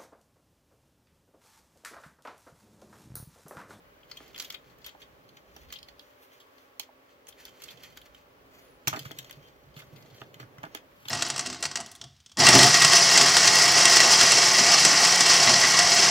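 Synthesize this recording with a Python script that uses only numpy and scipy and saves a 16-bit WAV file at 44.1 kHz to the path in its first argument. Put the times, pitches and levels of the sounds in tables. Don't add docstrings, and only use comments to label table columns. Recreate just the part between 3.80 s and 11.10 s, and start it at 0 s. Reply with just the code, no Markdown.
import sys
import numpy as np
from scipy import signal
from scipy.fft import rfft, irfft
from scipy.io import wavfile
from scipy.ndimage import uniform_filter1d, map_coordinates

SR = 44100
rng = np.random.default_rng(int(sys.argv[2]) if len(sys.argv) > 2 else 0)


def transcribe(signal):
    frames = np.atleast_2d(signal).T
    limited = np.clip(frames, -1, 1)
    pcm = np.round(limited * 32767).astype(np.int16)
    wavfile.write(sys.argv[1], SR, pcm)


N = 321930


def undb(db):
    return 10 ** (np.asarray(db) / 20)


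def unit(x):
    return x / np.sqrt(np.mean(x ** 2))


def decay(t, t60_s):
    return np.exp(-np.log(1000) * t / t60_s)


def pan(left_over_right_db):
    return undb([[left_over_right_db / 2], [-left_over_right_db / 2]])


def curve(table):
    time_s, *columns = np.transpose(table)
    return [np.interp(np.arange(N) / SR, time_s, column) for column in columns]


def ring(x, modes):
    bank = [(signal.iirpeak(hz, hz / width_hz, SR), (-1) ** k * undb(db))
            for k, (hz, width_hz, db) in enumerate(modes)]
    impulse = signal.unit_impulse(4096)
    response = sum(gain * signal.lfilter(*mode, impulse) for mode, gain in bank)
    return sum(gain * signal.lfilter(*mode, x) for mode, gain in bank) / np.linalg.norm(response)


def band(x, low_hz, high_hz):
    return signal.sosfilt(signal.butter(2, [low_hz, high_hz], "bandpass", fs=SR, output="sos"), x)


def wander(rate_hz):
    hold = int(SR / rate_hz)
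    steps = np.repeat(rng.standard_normal(N // hold + 1), hold)
    return unit(uniform_filter1d(steps, hold)[:N])


def add(out, start_s, sound):
    i = max(int(start_s * SR), 0)
    out[..., i:i + sound.shape[-1]] += sound[..., :N - i]


def strokes(table, extra_db=0):
    depth_db, rise_share, step = 15, 0.46, 32
    peak_s, level_db, length_s = np.transpose(table)[:3, :, None]
    late_s = np.arange(0, N, step) / SR - peak_s
    fall = np.maximum(-late_s / rise_share, late_s / (1 - rise_share)) / length_s
    power = np.sum(undb(level_db + extra_db - depth_db * fall) ** 2, axis=0)
    return np.repeat(np.sqrt(power), step)[:N]


# frequency_hz, relative_density_db
HUM_SPECTRUM = [(30, -25), (50, -10), (130, -7.5), (215, -41), (262, 3.5), (330, -17.5), (520, 0.5),
                (620, -3), (720, -9), (1100, -3), (3140, -14), (3830, -18), (6330, -24), (8770, -30.5),
                (13400, -24), (16000, -19.5)]
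# frequency_hz, correlation
HUM_CORRELATION = [(60, 0.97), (300, 1), (640, -0.38), (1400, -0.44), (3000, -0.036), (16000, -0.0039)]
# pitch_hz, width_hz, level_db
HUM_TONES = [(275.3, 9.5, -83), (399.8, 13, -74.5), (582.6, 5.9, -73.5), (829, 9, -78), (1124, 11, -79.5)]
def hum():
    log_hz = np.log(np.maximum(np.arange(N // 2 + 1) * SR / N, 1))
    density_db, correlation = [np.interp(log_hz, np.log(hz), values)
                               for hz, values in map(np.transpose, (HUM_SPECTRUM, HUM_CORRELATION))]
    spectra = rfft(rng.standard_normal((2, N))) * undb(density_db)
    mid, side = spectra * np.sqrt([1 + correlation, 1 - correlation])
    out = unit(irfft([mid + side, mid - side], N)) * undb(-60 + 0.66 * wander(5.07))
    for pitch_hz, width_hz, level_db in HUM_TONES:
        noise = rng.standard_normal(N) + 0.65 * rng.standard_normal((2, N))
        out += undb(level_db) * ring(noise, [(pitch_hz, width_hz, 0)])
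    return out


def room(x, level_db=-9):
    t = np.arange(SR // 2) / SR
    tail = rng.standard_normal((2, len(t))) * decay(t, t60_s=0.12) * (t > .003)
    tail = signal.lfilter([1], [1, -.3], tail)
    tail /= np.linalg.norm(tail, axis=1, keepdims=True)
    return undb(level_db) * signal.fftconvolve(x, tail, axes=1)[:, :N]


# time_s, rumble_db, shuffle_db
ARM_MOVES = [(0, -71.5, -69.5), (.59, -66, -59), (.9, -69, -65.5), (1.6, -68.5, -63.5), (2.1, -71, -64.5),
             (2.35, -86, -67.5), (3.2, -83, -68), (3.4, -75.5, -64.5), (3.96, -66, -61), (4.35, -71, -67.5),
             (4.9, -69.5, -61), (5.03, -71, -64), (5.12, -51.5, -59), (5.5, -71, -60), (5.9, -70.5, -64),
             (6.15, -60.5, -58.5), (6.75, -65, -59), (7, -70, -60.5), (7.3, -68, -69.5)]
# peak_s, level_db, length_s
ARM_LEANS = [(1.06, -61, 0.073), (1.87, -55, 0.19)]
def arms():
    rumble_db, shuffle_db = curve(ARM_MOVES)
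    deep_db = np.minimum(rumble_db + 1.7, -70)
    weight = undb(deep_db) + strokes(ARM_LEANS)
    noise = rng.standard_normal(N) + 0.64 * rng.standard_normal((2, N))
    deep = unit(band(noise, 41, 78)) * weight * undb(2 * wander(5.65))
    rumble = unit(band(noise, 101, 170)) * undb(rumble_db + 1.7 * wander(12))
    shuffle = unit(band(band(noise, 194, 608), 264, 1150)) * undb(shuffle_db)
    return (deep + rumble + shuffle) * pan(-2.4)


# start_s, level_db, pitch_hz
FOOT_THUMPS = [(5.073, -22.5, 134.5), (5.13, -34, 124), (5.258, -29, 131), (5.57, -37, 144),
               (5.966, -35, 141), (6.129, -35, 147), (6.414, -40, 119), (6.783, -36.5, 131),
               (6.835, -35.5, 158), (7.26, -41.5, 126)]
# peak_s, level_db, length_s
FOOT_DRAGS = [(5.2, -51, .15), (5.266, -47, .08), (5.39, -54, 0.24), (5.58, -58, 0.18), (5.87, -54, .16),
              (6.04, -54, 0.14), (6.142, -52, 0.14), (6.25, -54, 0.14), (6.32, -56, 0.24), (6.42, -63, 0.1),
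              (6.61, -51, 0.26), (6.84, -63, 0.29)]
# pitch_hz, width_hz, gain_db
DESK_MODES = [(133, 25, -1.5), (104, 26, -8)]
def desk():
    booms, t = np.zeros(N), np.arange(SR // 4) / SR
    envelope = (1 - np.exp(-t / 0.0043)) * decay(t, t60_s=0.079)
    for start_s, level_db, pitch_hz in FOOT_THUMPS:
        add(booms, start_s, undb(level_db) * envelope * np.sin(2 * np.pi * pitch_hz * t))
    friction = rng.standard_normal(N) * strokes(FOOT_DRAGS)
    drone = 0.89 * band(ring(friction, DESK_MODES), 75, 180)
    return (booms + drone) * pan(-2.2)


def squeak(peak_s=4.885, length_s=0.19):
    sag = ((np.arange(N) / SR - peak_s) / (length_s / 2)) ** 2
    pitch_hz = (10900 - 1100 * np.minimum(sag, 1)) * (1 + .005 * wander(250))
    level_db = -75 - 12 * np.minimum(sag, 1) + 3.2 * wander(130)
    tone = np.sqrt(2) * np.sin(2 * np.pi * np.cumsum(pitch_hz) / SR)
    return tone * undb(level_db) * (sag < 1)


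# time_s, lag_ms
HAND_LAG = [(0, -0.08), (.9, 0.015), (1.2, -0.33), (2.9, -0.33), (3.1, 0.028), (4.4, 0.022), (4.8, -0.16),
            (5.05, 0.27), (5.9, 0.362), (6.2, -0.1), (6.6, 0.34), (7.0, 0.31), (7.2, -.25)]
def ports(x):
    half_lag = curve(HAND_LAG)[0] * SR / 2000
    return np.array([map_coordinates(x, [np.arange(N) - side * half_lag], order=3) for side in (1, -1)])


# pitch_hz, width_hz, gain_db
LOW_MODES = [(1570, 1170, -2), (2035, 160, 7), (2440, 420, -4.5)]
BODY_MODES = [(2890, 1040, -8), (3206, 140, 6.5), (3474, 160, -1), (3800, 130, -1)]
UPPER_MODES = [(4177, 390, 1.7), (4920, 640, 1.1)]
EDGE_MODES = [(5560, 420, 2), (6290, 450, 4), (6800, 720, 0.5), (7780, 490, -2.5)]
TOP_MODES = [(11830, 2000, -1), (12330, 850, 6), (13470, 2340, 2), (16200, 1100, -26)]
def shell(drives):
    bands = (LOW_MODES, BODY_MODES, UPPER_MODES, EDGE_MODES, TOP_MODES)
    return [ring(drive, modes) for drive, modes in zip(drives, bands)]


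# peak_s, level_db, length_s
FOOT_SLIDE = [(5.645, -61, 0.09)]
def slide():
    friction = rng.standard_normal(N) * strokes(FOOT_SLIDE)
    return ports(band(ring(friction, BODY_MODES[1:2]), 3080, 3300))


# peak_s, level_db, length_s, relative_treble_db
RUBS = [(0.384, -58.5, 0.35, -5), (0.48, -60.5, .2, -9), (0.615, -50.5, 0.17, -6), (0.732, -50, 0.048, -16),
        (0.88, -66, .18, -12), (1.071, -52.5, 0.12, -18), (1.21, -59, 0.067, -7), (1.566, -68.5, 0.45, -11),
        (1.79, -59.5, 0.21, -7), (1.946, -53.5, 0.13, -9), (2.088, -60, 0.042, -13), (2.234, -63, 0.2, -6),
        (2.431, -63.5, 0.11, 1.5), (2.543, -58.5, 0.092, -5), (2.791, -61.5, 0.12, -5),
        (3.024, -56.5, 0.069, -12), (3.31, -64.5, 0.08, -14), (3.49, -62, 0.069, -4.5),
        (3.604, -53, 0.081, -4), (3.665, -52.5, 0.082, -8), (3.83, -55, 0.22, -5.5), (3.914, -54, 0.14, -7),
        (4.048, -51.5, 0.13, -8.5), (4.176, -64.5, 0.17, -4), (4.259, -58, 0.055, -5),
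        (4.372, -61.5, 0.1, -8), (4.787, -59, 0.23, -6), (5.093, -42, 0.038, -12),
        (5.168, -51.5, 0.18, -10), (5.253, -51.5, 0.12, -6), (5.372, -51.5, 0.095, -9),
        (5.473, -60, 0.44, -8), (5.624, -65, 0.74, -8), (5.984, -51, 0.067, -5), (6.174, -62, 0.58, -5),
        (6.357, -61, 0.35, -10), (6.613, -52, 0.057, -8), (6.852, -66, 0.1, -4.5), (6.954, -49, 0.068, -15),
        (7.238, -66, 0.35, -1), (7.3, -48, 0.079, -8)]
def rub(rest_db=-89):
    force = strokes(RUBS) + undb(rest_db)
    treble_force = strokes(RUBS, extra_db=np.array(RUBS)[:, 3:]) + undb(rest_db - 6.5)
    grain_db = 1.8 * rng.exponential(size=N) + 2.2 * wander(90)
    grains = unit(rng.standard_normal(N) * undb(grain_db))
    low, body, upper, edge, top = shell([grains] * 5)
    rasp = undb(-4) * low + undb(-8) * body + undb(-9) * (upper + edge)
    return ports(rasp * force + top * treble_force)


# pitch_hz, width_hz, gain_db
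DEEP_MODES = [(240, 49, -1.5), (306.7, 30, 4), (409, 61, -0.5)]
MIDDLE_MODES = [(661, 57, 0), (810, 72, 0.0048), (960, 70, 0)]
HARD_MODES = [(1228, 150, -2), (1442, 67, 0.5), (1700, 180, -4)]
# start_s, middle_db, deep_over_middle_db, hard_over_middle_db
KNOCKS = [(.404, -49, 2.5, 3), (1.149, -43, -12, -11), (1.763, -50, -2, -4), (2.996, -43, -13, -5),
          (3.09, -47, -29, -35), (5.072, -47.5, 13.5, 5), (5.078, -37, 0, -19), (5.129, -33, -4.5, 7),
          (5.137, -28.5, -22, -21), (5.145, -38.5, -13, 9.5), (5.153, -35.5, 1.5, -11), (5.17, -34, -2, 0),
          (5.254, -55, -1, 18), (5.31, -45, 6, 3.5), (5.966, -56.5, 6, 5), (6.021, -52.5, -14, 8),
          (6.417, -41, 1.5, 3.5), (6.599, -47.5, 3, 9.5), (6.629, -52.5, 5, 10.5), (6.831, -44.5, 1, 1),
          (6.838, -34, -11, 4.5), (6.864, -44.5, 4, 0), (6.948, -40.5, 1, 6.5), (7.255, -58.5, 7, 11),
          (7.282, -51.5, -9, 11)]
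def knocks():
    drives, t = np.zeros((3, N)), np.arange(SR // 8) / SR
    for start_s, middle_db, deep_db, hard_db in KNOCKS:
        force = rng.standard_normal(len(t)) * decay(t, t60_s=0.027)
        force[:8] -= 3.5
        add(drives, start_s, 0.33 * force * undb(middle_db) * undb([[deep_db], [0], [hard_db]]))
    body = sum(ring(drive, modes) for drive, modes in zip(drives, (DEEP_MODES, MIDDLE_MODES, HARD_MODES)))
    return ports(body) * pan(-2.8)


def faint_ticks(rate_per_s=16):
    count = int(rate_per_s * N / SR)
    when, rise, ringing, side = rng.random((count, 4)).T
    body_db = 20 * np.log10(strokes(RUBS)[(when * N).astype(int)] + 1e-9) + 3.5
    colour_db = np.tile([-7, -4.5, -9], (count, 1))
    rise_ms, t60_s, pan_db = 6 * rise, 0.05 * ringing, 15 * (2 * side - 1)
    return np.column_stack([when * N / SR, body_db, colour_db, rise_ms, t60_s, pan_db])


BAND_PAN_DB = [-1.5, 0.92, 0.36, -2.3, -0.12]
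# start_s, body_db, low_over_body_db, upper_over_body_db,
# treble_over_body_db, rise_ms, t60_s, left_over_right_db
TICKS = [(.229, -55, -11, -12, -21, 3.2, 0.015, 3), (.3136, -46.5, 0.5, 8.5, -2, .58, 0.024, 5.5),
         (.3677, -38.5, -15, -11, -13, 4.6, 0.027, 1), (.428, -52, -3, -8, -10, 0.73, .022, -4),
         (.5447, -46, -6, -9, -15, .6, 0.044, 2), (.5603, -41.5, -5.5, -3, -4.5, 0.7, 0.015, 0),
         (.5786, -43, -3, 1, -3, .4, .02, -1), (.5855, -42.5, -4, -2, 0, 1.4, 0.018, -4),
         (.5982, -30.5, -9, -1.5, -2, 0.18, 0.034, -2), (.6226, -38.5, -11, -2, -2.5, 0.73, 0.015, -2),
         (.643, -42, -13, -4, -7.5, 4.6, .057, 0), (.6992, -33.5, -10, -8, -8, 4.3, .015, 2),
         (.7236, -53, 1, 0, 5, .7, .021, -7), (.7389, -40.5, -8, -8, -17, 7.8, 0.017, 9.5),
         (.7506, -44, -7, -18, -21, 1.1, 0.043, -7), (.985, -61, -6, -3, 2, .6, .015, 0),
         (1.0437, -47.5, -4, -1.5, -7, .3, 0.078, -1), (1.0624, -37, -9, -5, -4.5, 0.28, 0.038, 5.5),
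         (1.0745, -48, -2, -12, -19, 9, .014, -2), (1.2169, -49.5, -5.5, -6, -10.5, .6, 0.08, -2),
         (1.488, -59.5, -8, 7, -6, 3.4, 0.027, -2), (1.5664, -52.5, -1, -3, -7, 4.1, .028, 1),
         (1.763, -46.5, -1, -8, -5, 1.2, 0.021, -1), (1.8327, -55, -3, 0, -6, .45, .016, -1),
         (1.9018, -52.5, 3, 1, -12, 1.2, .032, 1), (1.924, -40.5, -2.5, -2, -0.5, 0.66, 0.033, -2),
         (1.9369, -40.5, -10, 0, -12, .44, .024, 3), (1.951, -46, -16, -8, -24, 9.4, .057, 4),
         (1.9864, -49, -10, 1, -9, 2.4, .016, -5), (2.029, -40, -13, -1.5, -6.5, 0.28, 0.0099, -1.5),
         (2.0839, -47, -4, -3.5, -11, 2.3, .023, -4), (2.1932, -44.5, -7, 0, -10.5, .7, 0.019, -4),
         (2.5968, -54.5, -13, -10, -8.5, 6.3, 0.091, -1),
         (2.9958, -28.5, -4.5, 0.5, -0.5, 0.32, .0096, -6.5), (3.0009, -41, -18, -13, -5, 1.3, 0.012, 13),
         (3.469, -48.5, -3, -9, 0, 0.51, .016, -2), (3.4779, -54, -3, -1, 7.5, 11, .033, 4.5),
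         (3.523, -50, -14, -3, -17, 1.4, .021, 0), (3.6519, -42, -6, 1, -1.5, .37, 0.013, -2),
         (3.6907, -60, -6, -8, 0, 2.2, .019, -7), (3.8194, -44, -10, 0, -2, .3, .023, -1),
         (3.8352, -45, -9, 2, 2, 3.6, 0.032, -4), (3.8795, -47.5, -9, -6, -15, 7.7, 0.058, -5),
         (3.9, -48, -12, -1, -10, 5.6, 0.08, 0), (4.0323, -45, -3, -5, -5, 2.3, .02, 3),
         (4.171, -42, -2, -5, -8, 1.4, 0.026, 1.5), (4.2143, -46, -15, -12, -11, 1.3, .016, -1),
         (4.345, -49, -12, -11, -9, 1.9, 0.026, -3), (5.0714, -25, -3.5, -5.5, -5, 2.8, 0.022, -5),
         (5.0795, -21.5, -2.5, -3.5, 3, .37, 0.016, 3.5), (5.1275, -42.5, 5, -9, -7, 8.4, 0.032, -2),
         (5.1595, -43.5, 2, -2, -1.5, .45, 0.081, 0), (5.1903, -39.5, -5, 2, 0, 2.2, 0.031, -0.5),
         (5.2536, -47, -5, -12, -10, 4.4, .07, 1), (5.3087, -48, 9, -.4, -11, .2, 0.0064, 11),
         (5.3128, -41, -14, -4.5, -3, 2.4, .012, 2), (5.3854, -31.5, -8.5, -10, -6.5, 1.4, 0.028, 2),
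         (5.4437, -48, -4, -7, -8, .8, 0.038, 1), (5.4952, -50, 8, -3, -9, .3, 0.021, -3),
         (5.509, -36, -7.5, -12, -4, 0.42, .013, 4.5), (5.5266, -50.5, -4, -2, -5, 0.75, .013, -12),
         (5.9642, -44, -12, -5, -12, 0.99, .012, 0), (5.9853, -51, -2, -10, -8, 6.4, .11, -1),
         (6.225, -55, -3, -3, -4, .6, .015, 0), (6.3, -60, 0, -4, -8, .6, .015, 0),
         (6.4154, -41.5, 5, -10, -16, 0.37, 0.0072, -2), (6.5421, -45, 0, -6, -4, 0.51, 0.013, 0),
         (6.6, -46, 2.5, -1, -7, 0.24, 0.035, -1), (6.7828, -55.5, 11.5, -7, -2, .45, 0.013, 1),
         (6.8319, -45.5, 2, -11, -2, .45, 0.014, -4.5), (6.8504, -55.5, 7, -7, -3, .9, 0.026, 9),
         (6.9485, -33, -2, -2.5, 1, 0.89, 0.0056, -6), (6.97, -51, 5, -4, -5, 1.5, 0.021, 8),
         (7.2523, -48.5, 2, -15, -17, 2.6, 0.041, 4), (7.2827, -27.5, -13, -6.5, -10, 1.6, 0.018, -2),
         (7.296, -34.5, -4.5, -5, -3, 2, .03, 7)]
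def ticks(colour_scatter_db=1.76, lag_scatter_ms=0.15):
    drives, t = np.zeros((5, 2, N)), np.arange(SR // 8) / SR
    rows = np.vstack([TICKS, faint_ticks()])
    for start_s, body_db, low_db, upper_db, treble_db, rise_ms, t60_s, pan_db in rows:
        rise_s = max(rise_ms, .1) / 1000
        envelope = np.where(t < rise_s, t / rise_s, decay(t - rise_s, max(t60_s, .004)))
        chatter = envelope * rng.standard_normal(len(t)) * undb(2.03 * rng.exponential(size=len(t)))
        chatter *= np.linalg.norm(envelope) / np.linalg.norm(chatter)
        colour_db = [low_db, 0, upper_db, treble_db, treble_db + 0.5]
        band_db = body_db + colour_scatter_db * rng.standard_normal(5) + colour_db
        force = chatter * undb(band_db)[:, None]
        lag_ms = np.interp(start_s, *np.transpose(HAND_LAG)) + lag_scatter_ms * rng.standard_normal()
        for port, side in enumerate((1, -1)):
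            add(drives[:, port], start_s + side * lag_ms / 2000, force * undb(side * pan_db / 2))
    return sum(sound * pan(pan_db) for sound, pan_db in zip(shell(drives), BAND_PAN_DB))


def scene():
    figure = ticks() + rub() + slide() + knocks()
    return figure + room(figure) + squeak() + desk() + arms() + hum()


def record(dry):
    thinned = signal.sosfilt(signal.butter(2, 38, "highpass", fs=SR, output="sos"), dry)
    return signal.sosfilt(signal.ellip(8, .2, 60, 15750, fs=SR, output="sos"), thinned)


dry = scene()
out = record(dry)
transcribe(out)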